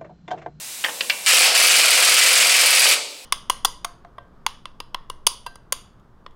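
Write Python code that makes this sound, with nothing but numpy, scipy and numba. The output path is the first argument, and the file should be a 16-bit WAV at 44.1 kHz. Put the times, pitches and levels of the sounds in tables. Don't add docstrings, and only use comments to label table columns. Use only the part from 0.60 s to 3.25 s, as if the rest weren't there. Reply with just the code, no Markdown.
import sys
import numpy as np
from scipy import signal
from scipy.fft import rfft, irfft
from scipy.io import wavfile
from scipy.ndimage import uniform_filter1d, minimum_filter1d
from numba import njit

SR = 44100
rng = np.random.default_rng(int(sys.argv[2]) if len(sys.argv) > 2 else 0)


def transcribe(signal):
    frames = np.atleast_2d(signal).T
    limited = np.clip(frames, -1, 1)
    pcm = np.round(limited * 32767).astype(np.int16)
    wavfile.write(sys.argv[1], SR, pcm)


N = 116865
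T = np.arange(N) / SR
FREQS = np.maximum(np.arange(N + 1) * SR / (2 * N), 1)

# [t/s, relative level/dB]
BLOW_FORCE = [(.66, 8.5), (.69, 1.5), (.85, 1.5), (.89, -12), (.935, -18), (.95, 1), (1.6, -2.5),
              (2.325, -3), (2.35, -20), (2.39, -31)]
# [f/Hz, t60/s, relative level on the main blow/dB, relative level on the second blow/dB]
STEEL_MODES = [(1651, .06, -14, -15), (2135, .06, -8, -10), (2326, .07, 0, -3), (2443, .05, -3, -5),
               (2580, .08, -3, -5), (2880, .05, -1, -4), (3090, .05, -5, -6), (3522, .07, -10, -14),
               (4347, .05, -7, -6), (4590, .06, -7, -3), (4793, .07, -6, -3), (7600, .022, 2, -22),
               (8300, .03, 0, 1), (10900, .02, -16, 0)]


def undb(db):
    return 10 ** (np.asarray(db) / 20)


def unit(x):
    return x / np.sqrt(np.mean(x ** 2))


def curve(rows):
    return np.interp(T, *np.array(rows, float).T)


def noise(colour, scale=1):
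    hz, db = np.array(colour, float).T
    gain = undb(np.interp(np.log(FREQS), np.log(hz * scale), db))
    white = rfft(rng.standard_normal(2 * N))
    return unit(irfft(white * gain)[:N])


def fade(t60):
    return np.exp(-np.log(1000) * T / max(t60, np.finfo(np.float32).eps))


def convolve(x, response):
    return signal.fftconvolve(x, response)[:N]


def pulses(times, sizes):
    return np.bincount((np.asarray(times) * SR).astype(int), sizes, N)


def bursts(times, sizes, t60):
    sharp = convolve(pulses(times, sizes), fade(t60))
    return uniform_filter1d(sharp, size=max(int(.001 * SR), 1))


def ring(push, modes, column=2):
    response = sum(undb(row[column]) * fade(row[1]) * np.sin(2 * np.pi * row[0] * T) for row in modes)
    return convolve(push, response)


def each_turn(share, strength, scatter_db):
    # [t/s, turns made]
    rotation = [(.662, 0), (.719, 1), (.865, 4), (.951, 6), (1.0, 7), (1.186, 11), (1.424, 16), (1.66, 21),
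                (1.799, 24), (2.083, 30), (2.171, 32), (2.311, 35), (2.41, 37)]
    jitter_s = 0.00037
    s, turns = np.array(rotation).T
    chance = rng.standard_normal((int(turns[-1]), 2))
    times = np.interp(np.arange(len(chance)) + share, turns, s) + jitter_s * chance[:, 0]
    level_db = np.interp(times, *np.array(strength).T) + scatter_db * chance[:, 1]
    return times, undb(level_db)


def air_line():
    # [f/Hz, relative level/dB per Hz]
    leak_colour = [(18, -43), (30, -21), (192, -13.5), (399, -14), (830, -9.5), (945, -11), (1400, -12),
                   (2550, -4.5), (3490, -7), (3780, -2.5), (4310, -6), (8500, -2.5), (15500, -12.5)]
    return undb(-37.5) * noise(leak_colour)


def knocks():
    # [t/s, knock level/dB, centre f/Hz, extra level of the low end/dB, relative ring level/dB]
    contacts = [(0.24, -21, 2850, -3, -46), (0.2445, -16.5, 3080, -9, -49), (0.247, -15, 1750, -9, -50),
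                (.2615, -25, 1750, 5, -39), (0.2847, -27.5, 1740, 1, -49), (0.293, -26.5, 2930, 3, -63),
                (0.4078, -17, 2820, -13, -44.5), (0.409, -25, 2960, 3, -43), (.498, -17, 4640, -26, -36),
                (0.4982, -7.5, 2640, -14, -47), (0.501, -13, 2350, -14, -52), (2.255, -6, 1270, -1, -48),
                (2.265, 2, 3100, -9, -45), (2.362, -17, 7500, 1, -50)]
    # [multiple of the centre f, relative level/dB per Hz]
    knock_colour = [(.06, -1), (.25, -14), (.5, -2), (.8, -11.5), (1, 3), (1.3, -12), (1.8, -13),
                    (2.6, -37), (6, -31)]
    knock_t60_s, skid_t60_s = 0.037, 0.0097
    clack = 0
    for s, db, hz, low_db, _ in contacts:
        colour = [(multiple, level + low_db * (multiple < 2 / np.pi)) for multiple, level in knock_colour]
        clack = clack + bursts([s], [undb(db)], knock_t60_s) * noise(colour, hz)
    s, *_, ring_db = np.array(contacts).T
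    skid = bursts(s, undb(ring_db), skid_t60_s) * rng.standard_normal(N)
    soft_skid = uniform_filter1d(skid, size=5)
    return clack + undb(-4) * ring(soft_skid, STEEL_MODES)


def panels(x):
    # [f/Hz, relative level/dB per Hz]
    panel_colour = [(100, -25), (260, -2), (330, -6), (450, 1), (600, -1.5), (800, -5.5), (1100, -7.5),
                    (2000, -28)]
    response = noise(panel_colour) * fade(0.79)
    return convolve(x, response / np.linalg.norm(response))


def garage(x):
    # [f/Hz, t60/s, level/dB]
    bands = [(185, 1.1, 1.5), (585, 0.71, -9), (1390, 0.19, -6.5), (3780, 0.8, -10), (7860, 0.56, -9),
             (14300, 0.36, -23.5)]
    first_echo_s = 0.0086
    hz, t60, db = np.array(bands, float).T
    white, tail = rfft(rng.standard_normal(2 * N)), 0
    for weights, seconds, gain in zip(np.eye(len(hz)), t60, undb(db)):
        decay = fade(seconds) * (T > first_echo_s)
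        band = irfft(white * np.interp(np.log(FREQS), np.log(hz), weights))[:N]
        tail = tail + gain * band * decay / np.linalg.norm(decay)
    return convolve(x, tail)


def exhaust():
    # [t/s, relative level/dB]
    flow = [(.6, -57), (.655, -31), (.665, -17), (.73, 7.5), (.82, 9.5), (.89, 3), (.95, 4.5), (1.6, 5.5),
            (2.33, 1), (2.39, -10.5), (2.44, -21.5)]
    # [share of a turn, relative level/dB]
    puff_phases = [(.13, -3.5), (.29, -2), (.7, -13.5), (0.868, -1.5)]
    # [f/Hz, t60/s, relative level/dB]
    muffler = [(429, 0.09, -6), (523, 0.054, 8), (700, 0.059, 5.5), (920, 0.036, -1)]
    # [f/Hz, relative level/dB per Hz]
    puff_colour = [(30, -30), (100, -30), (180, -15), (300, -38), (400, -3), (540, -1), (680, 6),
                   (850, -10.5), (1300, 6.5), (3000, -16)]
    # [f/Hz, relative level/dB per Hz]
    jet_colour = [(100, -33), (300, -35), (550, -24), (900, -3.5), (1600, -2), (2400, 10.5), (3600, 5),
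                  (4700, 9), (6000, 0.5), (8300, 1.5), (11000, -0.5), (15500, -15)]
    scatter_db, puff_t60_s = 0.33, 0.057
    puffs = [(each_turn(share, flow, scatter_db), undb(db)) for share, db in puff_phases]
    pops = ring(sum(gain * pulses(*puff) for puff, gain in puffs), muffler)
    gusts = sum(gain * bursts(*puff, puff_t60_s) for puff, gain in puffs) * noise(puff_colour)
    puffing = undb(-25) * (unit(pops) + undb(4) * unit(gusts))
    jet = undb(np.minimum(curve(flow), 0) + np.minimum(curve(BLOW_FORCE), 0) / 2)
    return puffing + undb(-5.5) * jet * noise(jet_colour)


def hammer():
    # [f/Hz, relative level/dB per Hz]
    main_colour = [(200, -108), (500, -26), (1000, -4.5), (1700, 6), (2500, 11), (3600, 7), (5200, 5.5),
                   (6000, 4.5), (7000, 5.5), (8200, 7), (10000, -2.5), (12500, -7.5), (15500, -10.5)]
    # [f/Hz, relative level/dB per Hz]
    second_colour = [(200, -24), (500, 6), (1000, -6), (1700, -4), (2500, 11.5), (3600, 14), (5200, 19),
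                     (6000, 18), (7000, 11), (8200, 13.5), (10000, 18.5), (12500, 7.5), (15500, 7.5)]
    # [f/Hz, relative level/dB per Hz]
    crack_colour = [(500, -35), (3000, -5), (6500, -9), (7900, 1.5), (9500, 0), (11000, -5), (15500, -15)]
    main_t60_s, second_t60_s, crack_t60_s, contact_t60_s = 0.15, 0.08, .03, 0.026
    main = each_turn(0, BLOW_FORCE, scatter_db=5)
    second = each_turn(.49, BLOW_FORCE, scatter_db=3.5)
    main_clash = undb(-7) * unit(bursts(*main, main_t60_s) * noise(main_colour))
    second_clash = undb(-11.5) * unit(bursts(*second, second_t60_s) * noise(second_colour))
    crack = (bursts(*main, crack_t60_s) + bursts(*second, crack_t60_s)) * noise(crack_colour)
    main_push = bursts(*main, contact_t60_s) * rng.standard_normal(N)
    second_push = bursts(*second, contact_t60_s) * rng.standard_normal(N)
    steel = ring(main_push, STEEL_MODES) + ring(second_push, STEEL_MODES, column=-1)
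    return main_clash + second_clash + undb(-13) * unit(crack) + undb(-8.5) * unit(steel)


def racing():
    # [t/s, level/dB]
    race = [(0.822, -45), (0.857, -7), (.89, -10), (.92, -12), (.95, -42)]
    # [f/Hz, relative level/dB per Hz]
    race_colour = [(200, -32), (480, -37), (780, 6), (1100, -13), (2500, -1), (4200, 0), (5100, 4),
                   (6000, -7), (12000, -35)]
    s, db = np.array(race).T
    return np.interp(T, s, undb(db), left=0, right=0) * noise(race_colour)


def scene():
    bass_cut_hz = 504
    wrench, taps = hammer() + exhaust() + racing(), knocks()
    body = panels(undb(-13) * taps + undb(-19) * wrench)
    tool = wrench + taps + body + garage(wrench + undb(-4.5) * taps)
    high_pass = signal.butter(2, bass_cut_hz, "high", fs=SR, output="sos")
    return (signal.sosfilt(high_pass, tool) + air_line())[None]


@njit
def follow(x, attack, release):
    out, e = np.empty(len(x)), 0.
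    for i in range(len(x)):
        e += (x[i] - e) * (attack if x[i] > e else release)
        out[i] = e
    return out


def record(dry):
    agc_top_db, attack_s, release_s = -9.5, 0.017, 1.3
    limit_db, peak_limit, lookahead_s, out_db = -15.5, .68, 0.0023, 4
    top_hz = 15800
    tiny = np.finfo(float).eps
    loud = np.sqrt(np.abs(uniform_filter1d(dry[0] ** 2, size=88))) + tiny
    level = follow(loud, 1 / (attack_s * SR), 1 / (release_s * SR))
    slow = np.minimum(1, undb(agc_top_db) / level)
    ahead = max(int(lookahead_s * SR), 1)
    allowed = np.minimum(undb(limit_db) / loud, peak_limit / (np.abs(dry[0]) + tiny)) / slow
    held = minimum_filter1d(np.minimum(1, allowed), 2 * ahead)
    fast = uniform_filter1d(held, ahead)
    low_pass = signal.ellip(10, .1, 90, top_hz, fs=SR, output="sos")
    return signal.sosfilt(low_pass, dry * slow * fast * undb(out_db))


dry = scene()
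out = record(dry)
transcribe(out)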